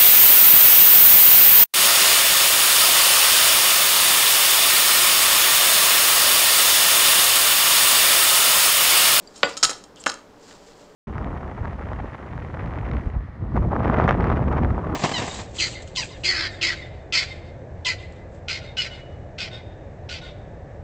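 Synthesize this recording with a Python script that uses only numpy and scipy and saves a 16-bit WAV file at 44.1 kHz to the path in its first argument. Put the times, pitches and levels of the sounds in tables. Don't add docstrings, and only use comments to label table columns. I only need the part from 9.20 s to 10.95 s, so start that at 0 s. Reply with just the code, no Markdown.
import sys
import numpy as np
from scipy import signal
from scipy.fft import rfft, irfft
from scipy.io import wavfile

SR = 44100
rng = np.random.default_rng(int(sys.argv[2]) if len(sys.argv) > 2 else 0)


def log_audio(samples):
    frames = np.atleast_2d(samples).T
    limited = np.clip(frames, -1, 1)
    pcm = np.round(limited * 32767).astype(np.int16)
    wavfile.write(sys.argv[1], SR, pcm)


N = 77175


def amp(db):
    return 10 ** (np.asarray(db) / 20)


def unit(x):
    return x / np.sqrt(np.sum(x ** 2) + 1e-20)


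def curve_at(points, hz):
    point_hz, value = np.transpose(points)
    return np.interp(np.log(hz + 1), np.log(point_hz + 1), value)


def bell(hz, centre_hz, octaves):
    return np.exp(-.5 * (np.log2(hz / centre_hz) / octaves) ** 2)


def add(mix, start, sound):
    part = mix[max(round(start * SR), 0):][:len(sound)]
    part += sound[:len(part)]


def equalise(x, gain_db, size=4096):
    hz = abs(np.fft.fftfreq(size, 1 / SR)) + 1
    log_gain = np.log(amp(np.maximum(gain_db(hz), -100)))
    response = np.exp(np.conj(signal.hilbert(log_gain)))
    taps = np.fft.ifft(response).real[:size // 2]
    return signal.fftconvolve(x, taps)[:len(x)]


def crack(t60, size=4096):
    fade = amp(-60 * np.arange(size) / SR / t60)
    spectrum = rfft(rng.standard_normal(size) * fade, 2 * size)
    flat_burst = irfft(spectrum / (abs(spectrum) + 1e-12))[:size]
    return unit(flat_burst * fade ** .25)


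def rings(modes, count, size=12288, rise_s=0.00048):
    t = np.arange(size) / SR
    waves = np.array([amp(db - 60 * t / t60) * np.exp(2j * np.pi * hz * t) for hz, db, t60 in modes])
    phases = np.exp(2j * np.pi * rng.random((count, len(modes))))
    attack = np.minimum(t / rise_s, 1)
    return [unit(wave * attack) for wave in (phases @ waves).real]


# frequency in Hz, relative level in dB.
AIR_SPECTRUM = [(20, -2.5), (35, -9), (50, -0.5), (70, -7.5), (130, -7.5), (200, -2), (400, -3.5),
                (650, -5.5), (1000, -8.5), (1500, -14), (2500, -21.5), (5500, -26), (9000, -37.5),
                (15500, -40.5)]
# centre in Hz, width in Hz, level in dB.
AIR_DRONES = [(105.4, 14, -71), (182, 30, -65), (290.5, 18, -61), (440, 100, -57.5), (589, 40, -61.5)]
def room_tone(bed_db=-51):
    hz = np.fft.rfftfreq(N, 1 / SR)
    layers = [(amp(curve_at(AIR_SPECTRUM, hz)), bed_db)]
    layers += [(1 / (1 + (2 * (hz - centre) / width) ** 2), db) for centre, width, db in AIR_DRONES]
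    out = np.zeros(N)
    for shape, db in layers:
        noise = irfft(rfft(rng.standard_normal(N)) * shape, N)
        out += amp(db) * unit(noise)
    return np.sqrt(N) * out


# time in seconds, level in dB.
SLIDE_LEVELS = [(0, -60), (0.12, -59), (0.167, -52), (0.215, -50), (0.30, -40), (0.35, -52.5), (0.419, -50),
                (0.74, -83.5), (0.765, -55), (0.81, -52), (0.83, -53), (0.86, -70), (1.17, -69),
                (1.23, -54), (1.32, -50.5), (1.426, -59.5), (1.494, -53), (1.546, -60.5), (1.603, -56),
                (1.75, -66)]
# frequency in Hz, relative level in dB.
PAPER_SPECTRUM = [(200, -17), (600, 0.5), (1400, -0.5), (2200, -5.5), (3000, -2), (3700, -2.5), (4700, 1.5),
                  (6000, -3.5), (7400, 0.5), (8400, -8.5), (9500, -20), (15000, -33.5)]
def sliding(slips_per_s=5700):
    slips = (rng.random(N) < slips_per_s / SR) * rng.standard_normal(N)
    rustle = np.sqrt(N) * unit(equalise(slips, lambda hz: curve_at(PAPER_SPECTRUM, hz)))
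    level_db = np.interp(np.arange(N) / SR, *np.transpose(SLIDE_LEVELS))
    return amp(level_db) * rustle


# start in seconds, level in dB.
CLIP_BOUNCES = [(0.074, -18), (0.2413, -5.5), (0.2489, -7), (0.2562, -7), (0.272, -16)]
# frequency in Hz, relative level in dB, seconds to fall 60 dB.
CLIP_PARTIALS = [(4700, 0, .045), (4790, -7, .025), (7430, -6, .04), (7650, -12, .02)]
def metal_clip():
    out = np.zeros(N)
    for (start, db), ping in zip(CLIP_BOUNCES, rings(CLIP_PARTIALS, len(CLIP_BOUNCES))):
        add(out, start, amp(db) * ping)
    return out


# frequency in Hz, relative level in dB.
RULER_SPECTRUM = [(100, -16.5), (400, -10), (1300, -6.5), (2300, -9.5), (4000, -4.5), (5400, -1.5),
                  (7500, -2.5), (9000, -10.5), (11500, -23), (15500, -39.5)]
# centre in Hz, half-width in Hz, gain in dB.
MODE_CLUSTERS = [(1302, 110, 12.5), (2768, 140, 5.5), (3204, 86, 9.5), (3450, 99, -6.5), (4050, 290, 6.5),
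                 (4860, 71, 3), (5360, 190, 7), (5870, 84, -4), (6700, 220, 6), (7360, 60, -4),
                 (7530, 70, 0.5), (8760, 80, 4), (8740, 108, -1.5), (9350, 94, 5.5), (10100, 90, 3)]
def plastic_db(hz):
    clusters = sum(db / (1 + ((hz - centre) / width) ** 2) for centre, width, db in MODE_CLUSTERS)
    return curve_at(RULER_SPECTRUM, hz) + clusters


# start in seconds, level in dB, EQ bell centre in Hz, bell gain in dB,
# ring against snap in dB before the trim.
RULER_HITS = [(0.159, -21, 7050, 4, 13), (0.178, -21.5, 9000, 13, 4), (0.294, -20, 8800, 17, 3),
              (0.369, -6.5, 6400, 1, -5), (0.374, -5.5, 7500, 2.5, 7), (0.4285, 9, 5000, 12, 3),
              (0.4322, 11, 5560, 6.5, 5), (0.434, 11, 6000, 6, 2.5), (0.4394, 5, 6070, -8, -21.5),
              (0.442, 7.5, 8260, 9, 2.5), (0.4486, 9.5, 3860, 9, -12), (0.4530, 4.5, 7500, -10, -14),
              (0.469, -12, 5540, -5, 1), (0.4947, -2, 5900, 0.5, 6), (0.504, -3.5, 5560, 4.5, -12),
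              (0.5111, -6.5, 9100, 7, -13), (0.531, -13, 3200, 9.5, -9), (0.639, -19, 9000, 4, -1),
              (0.76, -26, 7000, 3, -8), (0.8392, -14, 2420, 8.5, -21), (0.8613, -1.5, 2800, 10, 0),
              (0.866, -1.5, 3040, 11.5, 4), (0.8764, -6, 6850, 14, 6), (0.885, -20, 3000, 7.5, -11.5),
              (0.892, -5, 4300, 18, 6), (0.8984, -3.5, 2800, 2, -12.5), (0.918, -11.5, 3000, 8, -10),
              (0.941, -14, 7800, 11, -11.5)]
# frequency in Hz, relative level in dB, seconds to fall 60 dB.
RULER_PARTIALS = [(1283, -9, .19), (3185, -5, .29), (3710, -4, .13), (4025, -3, .13), (4500, -7, .15),
                  (4956, -7, .12), (5345, 2, .14), (6293, -5, .15), (6617, 0, .15), (6713, -3, .14),
                  (6913, -4, .17), (7310, -4, .15), (7603, 1, .15), (8641, -8, .15)]
def ruler(snap_t60=.028, ring_trim_db=-8):
    out = np.zeros(N)
    ring_outs = rings(RULER_PARTIALS, len(RULER_HITS))
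    for (start, db, bell_hz, bell_db, ring_db), ring in zip(RULER_HITS, ring_outs):
        t60 = snap_t60 * 2 ** (0.08 * ring_db)
        snap = equalise(crack(t60), lambda hz: plastic_db(hz) + bell_db * bell(hz, bell_hz, octaves=.26))
        add(out, start, amp(db) * unit(snap))
        add(out, start, amp(db + ring_db + ring_trim_db) * ring)
    return out


# start in seconds, level in dB, treble cutoff in Hz, hollow boost in dB,
# ring against knock in dB before the trim.
BOARD_HITS = [(0.2311, 12, 4160, 4.5, 1), (0.2335, 12, 3050, 2.5, 2), (0.4296, 5, 2200, 10.5, -21),
              (0.4419, 2.5, 1900, 16, -10), (0.494, -9.5, 1680, -1, 7.5), (0.5135, -7, 1800, 1.5, -4),
              (0.8633, 3.5, 2760, -0.5, -5.5), (0.8655, -2.5, 3070, 9.5, -16), (0.867, 9, 1890, 11, -7),
              (0.8977, -10, 2000, 2.5, -13), (1.3098, -23, 3500, 5, 5.5), (1.486, -28.5, 2500, -2, 1)]
# frequency in Hz, relative level in dB.
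BOARD_SPECTRUM = [(50, -34), (130, -25), (200, -8), (550, 1), (1050, -3), (1600, -0.5), (4000, 0.5),
                  (16000, 4.5)]
# frequency in Hz, relative level in dB, seconds to fall 60 dB.
BOARD_PARTIALS = [(95, -27, .35), (195, -11, .13), (289, -14, .15), (460, -7, .17), (556, 0, .165),
                  (738, -10, .11), (845, -2, .09), (1470, -1, .14), (1692, -4, .13), (2050, -6, .12),
                  (2549, -5, .11), (3100, -7, .1)]
def board(knock_t60=0.022, ring_trim_db=-7):
    out = np.zeros(N)
    ring_outs = rings(BOARD_PARTIALS, len(BOARD_HITS))
    for (start, db, cutoff_hz, hollow_db, ring_db), ring in zip(BOARD_HITS, ring_outs):
        def tone_db(hz):
            hollow = bell(hz, 1335, octaves=.29) - .45 * bell(hz, 520, octaves=.7)
            treble_cut_db = 10 * np.log10(1 + (hz / cutoff_hz) ** 12)
            return curve_at(BOARD_SPECTRUM, hz) + hollow_db * hollow - treble_cut_db
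        knock = equalise(crack(knock_t60), tone_db)
        add(out, start, amp(db) * unit(knock))
        add(out, start, amp(db + ring_db + ring_trim_db) * ring)
    return out


# start in seconds, length in seconds, centre in Hz, level in dB.
EDGE_SCUFFS = [(0.762, 0.028, 3100, -49), (0.796, 0.026, 7500, -44), (0.326, 0.024, 5100, -44)]
def scuffs(size=4096):
    out = np.zeros(N)
    t = np.arange(size) / SR
    for start, length, centre_hz, db in EDGE_SCUFFS:
        hiss = equalise(rng.standard_normal(size), lambda hz: 40 * bell(hz, centre_hz, octaves=.26))
        swell = np.sin(np.pi * np.minimum(t / length, 1))
        add(out, start, amp(db) * swell * np.sqrt(size) * unit(hiss))
    return out


# frequency in Hz, seconds to fall 60 dB.
REVERB_DECAY = [(150, 0.19), (500, 0.25), (1300, .33), (3000, 0.3), (7000, 0.34), (14000, 0.19)]
# frequency in Hz, gain in dB.
REVERB_EQ = [(100, 10), (500, 4), (1400, -4.5), (3000, -4.5), (7000, -9.5), (14000, 1)]
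def room_reverb(x, send_db=-7, predelay_s=.007):
    hz, t, bands = signal.stft(rng.standard_normal(SR // 2), SR, nperseg=256)
    decay = amp(-60 * t / curve_at(REVERB_DECAY, hz)[:, None])
    tail = unit(signal.istft(bands * decay, SR, nperseg=256)[1])
    tail = equalise(tail, lambda hz: curve_at(REVERB_EQ, hz))
    out = np.zeros(N)
    add(out, predelay_s, signal.fftconvolve(x, tail))
    return amp(send_db) * out


def scene():
    handling = board() + ruler() + metal_clip() + sliding() + scuffs()
    return (handling + room_reverb(handling) + room_tone())[None]


def record(dry):
    ceiling, cutoff_hz = .78, 15700
    rounded = dry / (1 + (dry / ceiling) ** 8) ** (1 / 8)
    low_pass = signal.firwin(255, cutoff_hz, window=("kaiser", 9), fs=SR)
    return signal.oaconvolve(rounded, low_pass[None], "same")


dry = scene()
out = record(dry)
log_audio(out)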